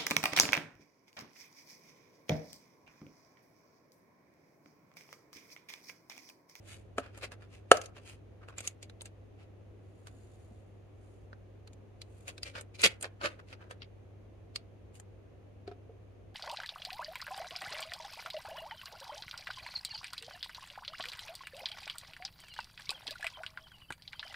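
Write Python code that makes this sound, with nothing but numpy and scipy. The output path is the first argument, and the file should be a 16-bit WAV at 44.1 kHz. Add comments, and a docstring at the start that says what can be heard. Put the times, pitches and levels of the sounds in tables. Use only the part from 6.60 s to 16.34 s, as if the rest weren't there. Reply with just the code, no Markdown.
"""Opening a plastic makeup case

A padded plastic makeup case is handled close to two microphones in a quiet room with a mains hum.
Its metal press stud pops open, a sum of damped modes and a noisy crack that overloads the microphones.
Fingers rub the leatherette cover, a clear plastic sheet is scraped off the palette, and a small applicator
is prised from its slot: strokes are grains of tiny slips, and clicks are decaying bursts,
both coloured by the resonances of the plastic. The walls add a decaying tail."""
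import sys
import numpy as np
from scipy import signal
from scipy.fft import rfft, irfft, next_fast_len
from scipy.io import wavfile
from scipy.ndimage import map_coordinates

SR = 44100
rng = np.random.default_rng(int(sys.argv[2]) if len(sys.argv) > 2 else 0)


def generate_wav(sig):
    """Save sig (samples, or channels by samples) to the path in sys.argv[1] as 16-bit PCM at SR."""
    pcm = np.round(np.clip(np.atleast_2d(sig).T, -1, 1) * 32767).astype(np.int16)
    wavfile.write(sys.argv[1], SR, pcm)


N = 429707


def amp(db):
    """Level to amplitude: 20 dB is a factor of ten."""
    return 10 ** (np.asarray(db) / 20)


def unit(x):
    """Normalization: scale to an rms of 1."""
    return x / np.sqrt(np.mean(x ** 2) + 1e-20)


def along(points, hz):
    """Interpolation on a logarithmic frequency axis through (Hz, value) points."""
    point_hz, values = np.transpose(points)
    return np.interp(np.log(hz + 1), np.log(point_hz + 1), values)


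def filtered(x, response):
    """Linear filtering: the spectrum of x is multiplied by a response of frequency."""
    n = x.shape[-1]
    padded = next_fast_len(n + 2048)
    spectrum = rfft(x, padded) * response(np.fft.rfftfreq(padded, 1 / SR))
    return irfft(spectrum, padded)[..., :n]


def pair(size, gain, alike):
    """Partial coherence: mid and side noises share power so that left and right correlate as asked."""
    def mid_side_gains(hz):
        angle = np.arccos(np.clip(along(alike, hz), -1, 1)) / 2
        return gain(hz) * np.array([np.cos(angle), np.sin(angle)])
    mid, side = filtered(rng.standard_normal((2, size)), mid_side_gains)
    return np.array([mid + side, mid - side])


# Steady tones of the mains. Each row: frequency in Hz, level in dB rms.
HUM_TONES = [(100, -56), (200, -80)]
# Spectrum of the low room noise. Each row: frequency in Hz, relative density in dB per Hz.
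RUMBLE_SPECTRUM = [(20, -29), (35, -18), (50, -1.5), (65, 0.5), (85, 0), (130, -8), (220, -10), (380, -8),
                   (520, -11.5), (800, -27), (1500, -70.5)]
# Spectrum of the hiss. Each row: frequency in Hz, relative density in dB per Hz.
HISS_SPECTRUM = [(290, -31), (500, -9), (726, -9), (900, -15.5), (1100, -16.5), (1450, -20.5),
                 (2600, -22.5), (3500, -29), (5200, -36), (6500, -36), (8000, -43), (9300, -40),
                 (15500, -45.5)]
# Coherence of the room noise. Each row: frequency in Hz, left-right correlation (1 is identical).
ROOM_COHERENCE = [(60, 1), (130, 0.4), (220, .3), (500, 0.27), (1500, 0.058)]


def background(rumble_db=-57.0, hiss_db=-68, whine_db=-95, whine_hz=6400, whine_width_hz=220):
    """Stationary sources: mains harmonics, shaped noise for rumble and hiss, narrow noise for a fuzzy whine."""
    t = np.arange(N) / SR
    hum = np.zeros(N)
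    for hz, rms_db in HUM_TONES:
        hum += amp(rms_db) * np.sqrt(2) * np.sin(2 * np.pi * (hz * t + rng.random()))
    rumble = unit(pair(N, lambda hz: amp(along(RUMBLE_SPECTRUM, hz)), ROOM_COHERENCE))
    hiss = unit(pair(N, lambda hz: amp(along(HISS_SPECTRUM, hz)), ROOM_COHERENCE))
    whine_peak = lambda hz: 1 / (1 + ((hz - whine_hz) / whine_width_hz) ** 2)
    whine = unit(pair(N, whine_peak, ROOM_COHERENCE))
    return hum + amp(rumble_db) * rumble + amp(hiss_db) * hiss + amp(whine_db) * whine


# Decay of the room. Each row: frequency in Hz, time to fall by 60 dB in seconds.
ROOM_DECAY = [(200, 0.43), (1500, 0.3), (5000, 0.11), (12000, 0.1)]


def room(x, wet_db):
    """Reverberation: convolution with noise whose every frequency decays at its own rate."""
    hz, t, z = signal.stft(rng.standard_normal((2, SR // 2)), SR, nperseg=256)
    decay = amp(-60 * t / along(ROOM_DECAY, hz)[:, None])
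    tail = signal.istft(z * decay, SR, nperseg=256)[1]
    onset_s = .006
    tail = tail * (1 - np.exp(-np.arange(tail.shape[1]) / SR / onset_s))
    unit_energy_tail = tail / np.linalg.norm(tail[0])
    return amp(wet_db) * signal.fftconvolve(x, unit_energy_tail, axes=1)[:, :N]


# Place of the hands. Each row: time in seconds, lead of the left microphone in seconds.
LEFT_LEAD = [(0, .0001), (1.1, .000115), (2.1, .00013), (5.4, .00038), (5.9, .00036), (6.25, .00014),
             (6.43, .00014), (6.65, .00032), (8, .00038), (9, 0)]


def add(track, s, sound):
    """Interaural-style delay: opposite phase slopes shift the channels by half the lead each."""
    lead = np.interp(s, *np.transpose(LEFT_LEAD))
    signs = np.array([[1], [-1]])
    placed = filtered(sound, lambda hz: np.exp(1j * np.pi * hz * lead * signs))
    start = round(s * SR)
    placed = placed[:, max(-start, 0):N - start]
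    track[:, max(start, 0):][:, :placed.shape[1]] += placed


# Low (body) register of the plastic. Each row: frequency in Hz, relative level in dB before the body setting.
BODY_REGISTER = [(60, -25), (200, -7.5), (380, -1.5), (560, 5), (720, -1), (900, -5.5), (1350, 2.5),
                 (1700, -1.5)]
# Middle register of the plastic. Each row: frequency in Hz, relative level in dB.
MIDDLE_REGISTER = [(2100, 1), (2600, 2.5), (3500, -1), (4700, -0.5), (5600, -7)]
# Top (edge) register of the plastic. Each row: frequency in Hz, relative level in dB before the edge setting.
EDGE_REGISTER = [(6700, 4), (7900, -0.5), (9200, 1), (11500, -6.5), (15500, -20)]


def contact(size, body_db, edge_db, ring=lambda hz: 1):
    """Modal density: noise shaped by the plastic's crowded resonances, with rms 1 in the middle register."""
    body = [(hz, level + body_db) for hz, level in BODY_REGISTER]
    edge = [(hz, level + edge_db) for hz, level in EDGE_REGISTER]
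    points = body + MIDDLE_REGISTER + edge
    # every point of contact stirs the modes in its own proportions
    modes = rng.standard_normal(size=400)
    uneven_db, mode_spacing_hz = 3, 90

    def gain(hz):
        uneven = map_coordinates(modes, [hz / mode_spacing_hz], mode="mirror")
        g = amp(along(points, hz) + uneven_db * uneven) * ring(hz)
        middle = (hz > 2200) * (hz < 6000)
        return g / np.sqrt(np.mean(g ** 2 * middle))

    return pair(size, gain, [(500, .9), (2000, 0.21), (9000, 0.2)])


def add_stroke(out, s, length, db, body_db, edge_db, gain_db=-1, fade_db=17,
               panel_hz=2450, panel_db=5, panel_width=0.25, damped_hz=18000):
    """Stick-slip friction: a swell of tiny random slips, each shaking the shell."""
    slips_per_s, slip_life_s, smooth = 3000, .0012, 2  # smooth: steady part under the slips
    waver_points_per_s, waver_db = 40, 1.5
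    rise_share = .42  # of the stroke's length

    def panel(hz):
        resonance = amp(panel_db / (1 + ((hz / panel_hz - 1) / panel_width) ** 2))  # width relative to panel_hz
        return resonance / np.sqrt(1 + (hz / damped_hz) ** 8)

    rise, fall = length * rise_share, length * (1 - rise_share)
    t = np.arange(-2 * rise, 3 * fall, 1 / SR)
    # the pressure wavers along the stroke
    pressure = map_coordinates(rng.standard_normal(size=200), [(t - t[0]) * waver_points_per_s], mode="mirror")
    distance = np.abs(np.where(t < 0, t / rise, t / fall))
    stroke = amp(waver_db * pressure - fade_db * distance ** 1.6)
    slips = (rng.random(len(t)) < slips_per_s / SR) * rng.exponential(size=len(t))
    decaying_slips = signal.lfilter([1], [1, -np.exp(-1 / (slip_life_s * SR))], slips)
    grain = unit(smooth + decaying_slips)
    add(out, s + t[0], amp(db + gain_db) * stroke * grain * contact(len(t), body_db, edge_db, panel))


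def add_click(out, s, db, ring_hz, body_db, edge_db, gain_db=5, t60=0.023,
              slide_db=-16, ring_db=10.5, ring_width=.13):
    """Impulsive release: a hard edge slides, catches and lets go, ringing briefly around its own pitch."""
    attack_s, slide_t60 = .0003, .028
    t = np.arange(-SR // 40, SR // 12) / SR
    after = np.maximum(t, 0)
    strike = amp(-60 * after / t60) * (1 - np.exp(-after / attack_s))
    # the slide swells up to the catch and fades half as fast after it
    slide = amp(slide_db - 60 * np.where(t < 0, -t, t / 2) / slide_t60)
    ring = lambda hz: amp(ring_db / (1 + ((hz / ring_hz - 1) / ring_width) ** 2))
    add(out, s + t[0], amp(db + gain_db) * (strike + slide) * contact(len(t), body_db, edge_db, ring))


# The case gliding through the hands as it is turned.
# Each row: time of the peak in seconds, length in seconds, level in dB before the stroke gain.
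TURN_STROKES = [(3.62, 1, -77.5), (4.5, .4, -82.5), (5.615, 0.48, -75.5)]


def turns(body_db=2, edge_db=0.9):
    """Sliding friction: turning the case gives a long, faint, bright swish."""
    out = np.zeros((2, N))
    for s, length, db in TURN_STROKES:
        add_stroke(out, s, length, db, body_db, edge_db, panel_db=0.5)
    return out


# Fingers rubbing the leatherette. Each row: time of the peak in seconds, length in seconds,
# level in dB before the stroke gain, body register in dB.
RUB_STROKES = [(0.111, .16, -53.5, -1.5), (0.439, 0.14, -58, 10), (0.559, .08, -60.5, 6),
               (0.637, 0.056, -40, 5), (0.827, 0.077, -62.5, 8.5), (0.943, 0.11, -62, 2.5),
               (1.15, 0.1, -45, 3.5), (1.235, 0.089, -55.5, 0), (1.372, 0.056, -53, 8),
               (1.482, 0.13, -54.5, 0.5), (1.834, 0.053, -65.5, 16.5), (1.928, .07, -67.5, 14),
               (1.992, .06, -50, 1), (2.058, .095, -51.5, -1.5), (2.807, .09, -66, 7),
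               (8.36, .054, -63.5, -7)]


def rubs(edge_db=-4.0, dulling=.85, panel_db=6.0, panel_growth=0.36):
    """Contact area: a flatter finger stirs more of the body and panel, and less of the edge."""
    out = np.zeros((2, N))
    for s, length, db, body_db in RUB_STROKES:
        add_stroke(out, s, length, db, body_db, edge_db - dulling * body_db,
                   panel_db=panel_db + panel_growth * body_db)
    return out


# Soft bumps of the hollow case. Each row: time in seconds, level in dB, lower mode in Hz,
# level of the upper mode in dB relative to the lower.
CASE_BUMPS = [(.3832, -36.5, 266, -5), (.389, -36, 575, -5), (1.128, -27.5, 455, 1), (1.147, -26, 612, -7),
              (3.91, -46, 219.4, -11), (9.077, -33.5, 396.6, -7.5), (9.114, -41, 403, -3),
              (9.294, -42.5, 453, -13.5)]


def bumps(upper_hz=705, t60=0.086, attack_s=0.00086):
    """Low modes: bumped by flap or hand, the hollow case rings at two pitches; the grip sets the lower."""
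    out, t = np.zeros((2, N)), np.arange(SR // 4) / SR
    for s, db, low_hz, upper_db in CASE_BUMPS:
        ring = np.sin(2 * np.pi * low_hz * t) + amp(upper_db) * np.sin(2 * np.pi * upper_hz * t)
        envelope = amp(db - 60 * t / t60) * (1 - np.exp(-t / attack_s))
        add(out, s, envelope * np.array([ring, ring]))
    return out


# An edge catches, then slides on. Each row: time in seconds, level in dB before the click and stroke gains,
# ring in Hz, body register in dB, edge register in dB.
EDGE_CATCHES = [(0.381, -46, 2400, 12, -1.5), (0.5753, -54.5, 2280, 7, 1.5), (0.7188, -49, 2550, 8, -7),
                (1.8852, -57, 2700, 12.5, -6), (2.2274, -51, 7130, -9, -5), (2.4563, -52, 7964, -0.5, -5),
                (3.4705, -54.5, 1390, 5, -4), (5.6797, -45, 2700, 3.5, 0), (5.953, -46, 2687, 9, -14),
                (6.613, -50, 1520, 7, -18), (6.9276, -49.5, 2678, 6, -15),
                (7.1095, -49.5, 3010, 11.5, -4.5), (7.2196, -46, 3900, -3, -28),
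                (9.0764, -55.5, 4300, 10, -14), (9.114, -65, 1200, 8, -19)]


def catches(lag_s=.008, slide_s=.042, slide_db=-5.5, slide_edge_db=-3.0):
    """Release into friction: each catch clicks and runs on as a short slide with less edge."""
    out = np.zeros((2, N))
    for s, db, ring_hz, body_db, edge_db in EDGE_CATCHES:
        add_click(out, s, db, ring_hz, body_db, edge_db)
        add_stroke(out, s + lag_s, slide_s, db + slide_db, body_db, edge_db + slide_edge_db)
    return out


# Clean clicks of hard plastic. Each row: time in seconds, level in dB before the click gain,
# ring in Hz, body register in dB.
PLASTIC_CLICKS = [(1.982, -48.5, 7200, 5.5), (2.0052, -50, 7700, 4), (2.0744, -36.5, 6800, -11.5),
                  (2.2972, -55, 3800, 4), (2.409, -48.5, 3500, -4), (2.417, -55.5, 9380, 2),
                  (4.73, -63.5, 1494, 13.5), (5.0745, -55.5, 4265, 3.5), (5.132, -67, 6500, -5),
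                  (5.4167, -45, 4400, -5), (5.7794, -47.5, 4100, 5), (5.8312, -36.5, 4900, -10),
                  (6.0103, -53.5, 9100, 3.5), (6.1934, -46, 4200, -2), (6.217, -41.5, 7450, -7.5),
                  (6.238, -28.5, 3800, 0.5), (6.244, -26.5, 2590, -2.5), (6.4104, -56, 9100, 0.5),
                  (6.4262, -44, 8500, -5), (6.443, -42.5, 1920, 5.5), (6.656, -35, 2300, -6),
                  (7.9589, -32.5, 4510, -5), (8.3986, -60.5, 7680, 8)]


def clicks(edge_db=-7, edge_db_per_octave=9, middle_hz=4500):
    """Contact stiffness: the higher a click rings, the harder the contact and the brighter its edge."""
    out = np.zeros((2, N))
    for s, db, ring_hz, body_db in PLASTIC_CLICKS:
        octaves = np.log2(ring_hz / middle_hz)
        add_click(out, s, db, ring_hz, body_db, edge_db + edge_db_per_octave * octaves)
    return out


# The clear sheet scraping over the palette. 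Each row: time of the peak in seconds, length in seconds,
# level in dB before the stroke gain, body register in dB.
SHEET_SCRAPES = [(5.685, .07, -53, 2), (5.874, 0.077, -47, 0.5), (5.975, 0.071, -46, 6.5),
                 (6.154, 0.028, -50, -7), (6.207, 0.06, -46.5, -4), (6.242, .028, -20.5, -7),
                 (6.257, .04, -20, -6.5), (6.306, .09, -54, -3.5), (6.445, .055, -44.5, 8.5),
                 (6.65, .07, -35.5, 8.5), (6.716, 0.1, -61.5, 8), (6.799, 0.036, -60.5, 13),
                 (6.902, .07, -59, -2.5), (7.027, 0.098, -64, 17.5)]


def scrapes(edge_db=-10, dulling=0.27, panel_db=5.0, panel_growth=0.19, damped_hz=12000):
    """Damped friction: the limp sheet drags over the pans with little top, duller where it presses the tray."""
    out = np.zeros((2, N))
    for s, length, db, body_db in SHEET_SCRAPES:
        add_stroke(out, s, length, db, body_db, edge_db - dulling * body_db,
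                   panel_db=panel_db + panel_growth * body_db, damped_hz=damped_hz)
    return out


def sheet(s=6.237, db=-29, rise_s=0.0016, t60=.13):
    """Air displacement: the flexed sheet springs free and flaps the air, a decaying low puff of noise."""
    out, t = np.zeros((2, N)), np.arange(SR // 4) / SR
    # (Hz, relative dB per Hz)
    puff = [(25, -26.5), (70, 2.0), (160, 3), (300, -2.5), (480, 0.5), (800, -11), (1500, -35)]
    air = unit(pair(len(t), lambda hz: amp(along(puff, hz)), [(100, 0.99)]))
    add(out, s, amp(db - 60 * t / t60) * (1 - np.exp(-t / rise_s)) * air)
    return out


def rattle(s=1.1705, gap_s=.044, db=-42, loss_db=4.0, ring_hz=6200, body_db=8,
           thinning_db=11.0, edge_db=-4, count=3):
    """Repeated impact with loss: the freed stud rattles on its flap, each touch weaker and thinner."""
    out = np.zeros((2, N))
    for k in range(count):
        add_click(out, s + k * gap_s, db - k * loss_db, ring_hz, body_db - k * thinning_db, edge_db)
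    return out


# Modes of the struck case. Each row: frequency in Hz, relative level in dB,
# time to fall by 60 dB in seconds before the blow's length factor.
CASE_MODES = [(270, -19.5, 0.0083), (433, 1.5, 0.022), (540, -3.5, 0.048), (690, 0, 0.037), (1110, -8, .02),
              (1300, 2.5, 0.029), (1570, -4, .018), (1696, -1, 0.02), (2450, -19.5, 0.014),
              (2980, -9, 0.039), (3900, -23, .018), (4770, -16, 0.015), (6050, -12.5, 0.025),
              (7040, -16.5, 0.0097), (8600, -11.5, 0.0211), (9170, -12, .016)]
# Blows on the stud and case. Each row: time in seconds, level in dB before the ring and crack levels,
# corner of the contact in Hz, ring length factor.
STUD_BLOWS = [(.382, -17, 2540, 0.77), (1.1123, -10, 2500, 0.44), (1.1146, 0.5, 12000, 0.96)]


def stud(ring_db=-5, crack_db=-19, crack_t60=0.041, attack_s=0.0005, bass_hz=130):
    """Modal synthesis: the stud lets go with a crack and the case rings; a fingertip's blow is duller."""
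    out, t = np.zeros((2, N)), np.arange(SR // 4) / SR
    for s, db, corner_hz, length in STUD_BLOWS:
        ring = np.zeros(len(t))
        for k, (hz, level, t60) in enumerate(CASE_MODES):
            polarity = (-1) ** k
            ring += polarity * amp(level - 60 * t / (t60 * length)) * np.sin(2 * np.pi * hz * t)
        crack = amp(crack_db - 60 * t / crack_t60) * contact(len(t), -2, -4.3)
        blow = amp(db) * (amp(ring_db) * ring + crack) * (1 - np.exp(-t / attack_s))

        # a soft contact dulls the blow, and the small case radiates little bass
        def radiation(hz):
            softness = 1 / (1 + 1j * hz / corner_hz)
            return softness * 1j * hz / (bass_hz + 1j * hz)

        add(out, s, filtered(blow, radiation))
    return out


def scene():
    """Superposition: the handling, its reverberation and the background add up."""
    handling = turns() + rubs() + bumps() + catches() + clicks() + scrapes() + sheet() + rattle() + stud()
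    return background() + room(handling, wet_db=-23.5) + handling


def record(dry, soft_hz=13500, top_hz=15900, slope_hz=500):
    """Overload and band limiting: peaks flatten at full scale, the treble softens and ends at the top."""
    def response(hz):
        band_limit = np.clip((top_hz - hz) / slope_hz + .5, 0, 1)
        return band_limit / np.sqrt(1 + (hz / soft_hz) ** 10)
    return filtered(np.clip(dry, -1, 1), response)


dry = scene()
out = record(dry)
generate_wav(out)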